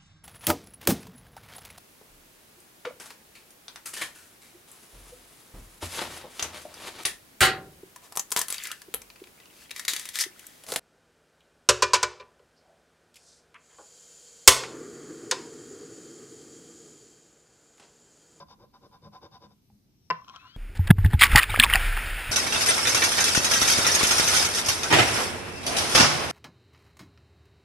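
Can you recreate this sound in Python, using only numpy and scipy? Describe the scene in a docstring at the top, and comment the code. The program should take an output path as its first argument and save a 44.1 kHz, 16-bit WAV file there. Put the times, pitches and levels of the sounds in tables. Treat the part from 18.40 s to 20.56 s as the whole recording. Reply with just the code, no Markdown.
"""Over low room rumble and hiss, a coin edge scratches a paper ticket on a wooden table in quick strokes:
random grains of contact ring resonances of board, rasp, hum and thud, close to a stereo microphone.
In the pause a faint hiss sets in, the arm bumps softly and a knock sounds. Then the coin slaps down in a
chatter that rings decaying modes, grit and paper rattle, and the coin is dragged off: rubs, edge ticks
and at last a thin rising squeak of three stick-slip partials. Room reflections follow every source."""
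import sys
import numpy as np
from scipy import signal
from scipy.io import wavfile

SR = 44100
rng = np.random.default_rng(int(sys.argv[2]) if len(sys.argv) > 2 else 0)


def inscribe(sig):
    """Save sig as 16-bit PCM at rate SR to the path in sys.argv[1].

    A 1-D sig is mono; a 2-D sig holds one channel per row.
    Samples are clipped to [-1, 1] before scaling.
    """
    pcm = np.round(np.clip(np.atleast_2d(sig).T, -1, 1) * 32767)
    wavfile.write(sys.argv[1], SR, pcm.astype(np.int16))


def how_loud(loudness_db):
    """Turn decibels into a plain amplitude multiplier (0 dB gives 1, 20 dB gives 10)."""
    steps = np.asarray(loudness_db, float) / 20
    return 10 ** steps


N = 95388  # samples

# Stereo place of the scratching by pitch: pitch_hz, left_minus_right_db
SCRATCH_PAN = [(200, 1), (1500, 0), (4500, 8), (10000, 1)]
# Stereo place of the slap and drag by pitch: pitch_hz, left_minus_right_db
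SLAP_PAN = [(200, 2), (600, 0), (1100, 3), (4500, 12), (10000, 2)]
# Touches of the landing coin: start_s, level_db, brightness_db (tilt per two octaves, around 1 kHz)
SLAPS = [(1.7018, -17.5, -3), (1.7047, -25, -6), (1.7077, -22, 5), (1.7096, -25, -2), (1.7116, -20, -6)]
# Low resonances of the table: pitch_hz, width_hz (of one filter pass), level_db
THUD = [(99.7, 54, 0.5), (157.2, 37, -3), (205, 21, 4.5)]
SLAP_LEFT_LAG_S = .0001


def rms_one(x):
    """Scale to rms 1."""
    return x / np.sqrt(np.mean(x ** 2) + 1e-20)


def in_time(rows):
    """Columns of a curve at every sample."""
    s, *columns = np.transpose(rows)
    return [np.interp(np.arange(N) / SR, s, c) for c in columns]


def at_hz(points, hz):
    """Read a spectrum table along a logarithmic pitch axis."""
    table_hz, table_values = np.array(points).T[:2]
    return np.interp(np.log(hz), np.log(table_hz), table_values)


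def drift(rate_hz):
    """Smooth random wander of rms 1, made at every 40th sample by a two-pole lowpass."""
    r = np.exp(-80 * np.pi * rate_hz / SR)
    noise = rng.standard_normal(N // 40 + 2002)
    slow = signal.lfilter([1], [1, -2 * r, r * r], noise)[2000:]  # settled part
    return np.interp(np.arange(N) / 40, np.arange(len(slow)), rms_one(slow))


def sides(db):
    """Left and right gains for a level difference."""
    return how_loud(np.array([db / 2, -db / 2]).reshape(2, -1))


def late(x, lag_s):
    """Let the left channel lag the right, half of the shift on each side."""
    t, half = np.arange(N), lag_s * SR / 2
    return np.array([np.interp(t - half, t, x[0]), np.interp(t + half, t, x[1])])


def grains():
    """Dense random catches of an edge on a rough surface."""
    grains_per_s, spread_db, lumps_db = 4400, 1.5, 1
    sizes = how_loud(spread_db * np.minimum(rng.exponential(1, N), 5)) * rng.choice([-1, 1], N)
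    caught = rng.random(N) < grains_per_s / SR
    return rms_one(how_loud(lumps_db * drift(20)) * sizes * caught)


def swells(rows, column):
    """Speed rises and falls within each stroke; rows begin with start_s, length_s."""
    t, sharpness, out = np.arange(N) / SR, 1.48, 0
    for row, db in zip(rows, column):
        progress = np.clip((t - row[0]) / row[1], 0, 1)
        out = out + how_loud(db) * np.sin(np.pi * progress) ** sharpness
    return out


def rubbed(drive, envelope, peaks, pan):
    """Grains through parallel resonances, each passed twice; rms 1 before panning at envelope 1."""
    out, full = 0, 0
    for k, (hz, width, db) in enumerate(peaks):
        r = np.exp(-np.pi * max(width, 10) / SR)
        sos = 2 * [[1 - r * r, 0, r * r - 1, 1, -2 * r * np.cos(2 * np.pi * hz / SR), r * r]]
        gain = (-1) ** k * how_loud(db)  # neighbours in opposite sense
        steady, shaped = gain * signal.sosfilt(sos, [drive, drive * envelope + 1e-18])
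        full = full + steady
        out = out + shaped * sides(at_hz(pan, hz))
    return out / np.sqrt(np.mean(full ** 2))


def struck(s, db, modes, pan, bright_db, scatter_db):
    """Soft clicks ring every mode, neighbours in opposite sense, with random strengths."""
    out, at = 0, (np.asarray(s) * SR).astype(int)
    for k, (hz, level_db, t60) in enumerate(modes):
        tilt_db = bright_db * np.log2(hz / 1000) / 2
        clicks = np.zeros(N)
        clicks[at] = how_loud(db + level_db + tilt_db + scatter_db * rng.standard_normal(len(at)))
        r, w = how_loud(-60 / (t60 * SR)), 2 * np.pi * hz / SR
        ringing = signal.lfilter([0, np.sin(w)], [1, -2 * r * np.cos(w), r * r], clicks + 1e-18)
        out = out + (-1) ** k * ringing * sides(at_hz(pan, hz))
    contact_band = signal.butter(2, [90, 11800], "band", fs=SR, output="sos")  # softens the clicks
    return signal.sosfilt(contact_band, out)


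def floor():
    """Bands of stereo noise, 0.4 octave wide and slowly uneven: rumble below, hiss above."""
    # Spectrum: pitch_hz, density_db (per Hz, relative)
    spectrum = [(25, -10), (99, -1), (190, -4), (324, -10.5), (425, -21.5), (1550, -32.5), (5500, -28),
                (8000, -38), (10000, -32.5), (17000, -30)]
    # Likeness of left and right: pitch_hz, likeness (0 to 1)
    likeness = [(60, 0.95), (240, 0.71), (950, 0)]
    level_db, patchy_db = -64.5, 1.47
    out, edges = 0, 25 * 2 ** np.arange(0, 9.7, .4)
    white = rng.standard_normal((2, 2, N + 8000))  # neighbouring bands take different noise
    for k, (low, high) in enumerate(zip(edges, edges[1:])):
        band = signal.butter(2, [low, high], "band", fs=SR, output="sos")
        mid, side = signal.sosfilt(band, white[k % 2])[:, 8000:]
        hz = np.sqrt(low * high)
        alike = np.clip(at_hz(likeness, hz), 0, 1)
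        gain = how_loud(at_hz(spectrum, hz) + patchy_db * drift(3.8))
        out = out + gain * (np.sqrt(1 + alike) * mid + np.sqrt(1 - alike) * side * [[1], [-1]])
    return how_loud(level_db) * rms_one(out)


def scratching():
    """Each stroke's grains drive board, rasp, hum and thud; light contact stays between strokes."""
    # Strokes: start_s, length_s, board_db, treble_rasp_db, table_hum_db, low_thud_db
    strokes = [(-.04, 0.089, -49.5, -57, -54, -56), (0.066, 0.091, -55, -58, -63.5, -64.5),
               (0.176, 0.093, -59, -69.5, -56.5, -59.5), (0.323, 0.065, -56.5, -67, -69.5, -92),
               (0.406, 0.081, -57.5, -64.5, -53.5, -57), (0.502, 0.083, -56.5, -66.5, -67, -67),
               (.61, 0.088, -55, -62.5, -56, -50.5), (0.712, 0.082, -49, -58, -62, -68),
               (0.805, .08, -51.5, -59.5, -54, -58), (0.905, 0.083, -53, -58.5, -65.5, -60),
               (0.994, .085, -56.5, -62.5, -58, -59.5), (1.089, 0.055, -67, -72, -70, -65.5)]
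    # Resonances of the wooden board: pitch_hz, width_hz (of one filter pass), level_db
    board = [(764, 216, -7), (1015, 110, 0), (1177, 176, -15), (1402, 170, -15), (1576, 176, -17.5),
             (2154, 780, -27.5)]
    # Treble resonances of the rasp: pitch_hz, width_hz (of one filter pass), level_db
    rasp = [(2990, 610, -13), (3663, 294, -0.5), (4920, 1020, -2), (5850, 1550, -16.5),
            (10100, 2500, -27.5)]
    # Resonances of the table hum: pitch_hz, width_hz (of one filter pass), level_db
    hum = [(322, 134, -2), (474, 84, -1), (582, 66, 2.5)]
    between_db, lift_s, low_lead_s, left_lag_s = -27, 0.057, 0.0041, -.0001
    t, drive, out = np.arange(N) / SR, grains(), 0
    end_s = strokes[-1][0] + strokes[-1][1]
    touching = how_loud(between_db) * np.clip((end_s - t) / lift_s, 0, 1)
    leads_s = (0, 0, low_lead_s, low_lead_s)  # the push comes as the stroke begins
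    for column, peaks, lead_s in zip(np.transpose(strokes)[2:], (board, rasp, hum, THUD), leads_s):
        lead = int(lead_s * SR)
        pushed = np.pad(swells(strokes, column)[lead:], (0, lead))
        envelope = touching * how_loud(column.mean()) + pushed
        out = out + rubbed(drive, envelope, peaks, SCRATCH_PAN)
    return late(out, left_lag_s)


def room(x):
    """Dense dying reflections, other ones on each side; the treble dies sooner."""
    t60_s, treble_t60_s, treble_db = 0.26, 0.18, -19
    split_hz, first_s = 4000, 0.007
    t = np.arange(SR // 2) / SR
    noise = rng.standard_normal((2, len(t)))
    low = signal.sosfilt(signal.butter(2, split_hz, fs=SR, output="sos"), noise)
    low_tail = rms_one(low) * how_loud(-60 * t / t60_s)
    treble_tail = rms_one(noise - low) * how_loud(treble_db - 60 * t / treble_t60_s)
    tail = low_tail + treble_tail
    tail = tail * (t > first_s) / np.sqrt(np.sum(tail ** 2) / 2)
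    return signal.fftconvolve(x[None], tail, axes=1)[:, :N]


def sliding_hiss(drive):
    """A faint hiss: continuous grains through high and lower resonances, each with its own level curve."""
    # Level curve: time_s, high_db, lower_db
    slide = [(1.05, -88, -88), (1.45, -92, -98), (1.68, -74.5, -87), (1.85, -71.5, -72), (1.95, -70, -62),
             (2.163, -76, -66.5)]
    # High part: pitch_hz, width_hz (of one filter pass), level_db
    high = [(5520, 600, 0)]
    # Lower part: pitch_hz, width_hz (of one filter pass), level_db
    lower = [(2140, 2100, -2), (3360, 390, 1), (3800, 880, -2)]
    begun = np.arange(N) / SR > slide[0][0]
    parts = zip(in_time(slide), (high, lower))
    out = sum(rubbed(drive, how_loud(db) * begun, peaks, SLAP_PAN) for db, peaks in parts)
    return late(out, SLAP_LEFT_LAG_S)


def arm_bump():
    """The arm bumps the table softly: a swell of grains through the thud resonances."""
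    # Bump: start_s, length_s, level_db
    bumps = [(1.26, .12, -61)]
    left_lag_s = -.0001
    out = rubbed(grains(), swells(bumps, np.transpose(bumps)[2]), THUD, SCRATCH_PAN)
    return late(out, left_lag_s)


def knock():
    """One faint click rings two short modes."""
    modes = [(820, 0, .04), (2400, -12, .01)]  # pitch_hz, level_db, t60_s
    return struck([1.301], -57, modes, SCRATCH_PAN, 0, scatter_db=0)


def slap():
    """The coin lands in a chatter of touches, each ringing the modes of coin and table."""
    # Modes of coin and table: pitch_hz, level_db, t60_s
    modes = [(163.7, -23.5, 0.16), (406, -23, .05), (464, -16, 0.033), (689, -24, 0.11), (750, -23.5, .04),
             (1024, 0, .028), (1278, -16.5, 0.12), (1340, -25.5, 0.043), (1510, -9, 0.03),
             (1755, -13.5, 0.055), (1954, -7, 0.02), (2328, -14, 0.026), (2720, -14.5, 0.058),
             (3000, -10, 0.0063), (3800, -18.5, 0.0056), (5040, -11.5, 0.014), (6800, -27, .006),
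             (9900, -32, 0.0031), (14500, -36.5, 0.0038)]
    s, db, bright_db = np.transpose(SLAPS)
    return late(struck(s, db, modes, SLAP_PAN, bright_db, scatter_db=1.0), SLAP_LEFT_LAG_S)


def rattle():
    """Loose grit and paper: a grainy wash that dies after the slap."""
    # Resonances of the wash: pitch_hz, width_hz (of one filter pass), level_db
    peaks = [(2000, 3200, -5.5), (4480, 2800, -8.5)]
    level_db, t60_s = -49, 0.21
    since = np.arange(N) / SR - SLAPS[0][0]
    envelope = (since > 0) * how_loud(level_db - 60 * np.abs(since) / t60_s)
    return late(rubbed(grains(), envelope, peaks, SLAP_PAN), SLAP_LEFT_LAG_S)


def rubbing(drive):
    """Short rubs of the dragged coin: swelling grains excite board and upper hum of the table."""
    # Rubs: start_s, length_s, board_db, upper_hum_db
    rubs = [(1.746, 0.11, -55, -78), (1.856, 0.079, -48, -62), (1.92, 0.034, -49, -67),
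            (1.939, 0.052, -52.5, -51.5), (1.992, 0.1, -54.5, -56), (2.079, 0.097, -86, -64)]
    # Board resonances: pitch_hz, width_hz (of one filter pass), level_db
    board = [(1022, 85, 0), (1100, 170, -8), (780, 250, -19)]
    # Upper hum resonances: pitch_hz, width_hz (of one filter pass), level_db
    hum = [(1359, 130, -1), (1540, 170, -11)]
    parts = zip(np.transpose(rubs)[2:], (board, hum))
    out = sum(rubbed(drive, swells(rubs, db), peaks, SLAP_PAN) for db, peaks in parts)
    return late(out, SLAP_LEFT_LAG_S)


def ticks():
    """Small ticks of the coin edge, each ringing bright short modes."""
    # Ticks: start_s, level_db
    hits = [(1.846, -58.5), (1.8821, -47.5), (1.8901, -48.5), (1.8967, -45), (1.9609, -46), (1.965, -50.5)]
    # Modes of the ticks: pitch_hz, level_db, t60_s
    modes = [(1375, -0.5, .02), (2510, -8.5, 0.019), (3170, 5, 0.011), (4070, -7, 0.019),
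             (4800, 2.5, 0.0028), (5650, -6, 0.019), (6400, -6.5, 0.0079)]
    pan = [(1000, 2), (3000, 12.5)]  # pitch_hz, left_minus_right_db
    s, db = np.transpose(hits)
    return late(struck(s, db, modes, pan, 0, scatter_db=2.0), SLAP_LEFT_LAG_S)


def squeak():
    """Stick-slip sings three rising partials that wobble in pitch and flutter in level."""
    # Squeak curve: time_s, slip_rate_hz, second_partial_db, third_partial_db
    curve = [(1.98, 1255, -77, -83), (2.0, 1300, -62, -78), (2.05, 1385, -68, -76), (2.09, 1460, -59, -65),
             (2.12, 1540, -67.5, -70), (2.14, 1605, -60, -74), (2.163, 1660, -53, -74)]
    first_db, wobble, flutter_db, pan_db = -14, 0.00495, 2.5, 10  # first_db is relative to the second
    hz, second_db, third_db = in_time(curve)
    phase = 2 * np.pi * np.cumsum(hz * (1 + wobble * drift(54))) / SR
    tone = 0
    for k, db in enumerate((second_db + first_db, second_db, third_db)):
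        level = np.sqrt(2) * how_loud(db + flutter_db * drift(28))
        tone = tone + level * np.sin((k + 1) * phase)
    begun = np.arange(N) / SR > curve[0][0]
    return late(tone * begun * sides(pan_db), SLAP_LEFT_LAG_S)


def scene():
    """All sources, their room and the floor."""
    drag_grains = grains()  # hiss and rubs share the same catches
    near = scratching() + sliding_hiss(drag_grains) + arm_bump() + knock()
    near = near + slap() + rattle() + rubbing(drag_grains) + ticks() + squeak()
    room_db = -15.5
    return near + how_loud(room_db) * room(near.mean(axis=0)) + floor()


def roll_off(x):
    """The treble ends steeply here."""
    return signal.sosfilt(signal.butter(12, 15980, fs=SR, output="sos"), x)


def record(dry):
    """A steep lowpass cuts the top of the finished mix."""
    lowpass = signal.cheby2(12, 60, 15900, fs=SR, output="sos")  # 60 dB down from 15900 Hz
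    cut = signal.sosfilt(lowpass, dry)
    return roll_off(cut)


dry = scene()
out = record(dry)
inscribe(out)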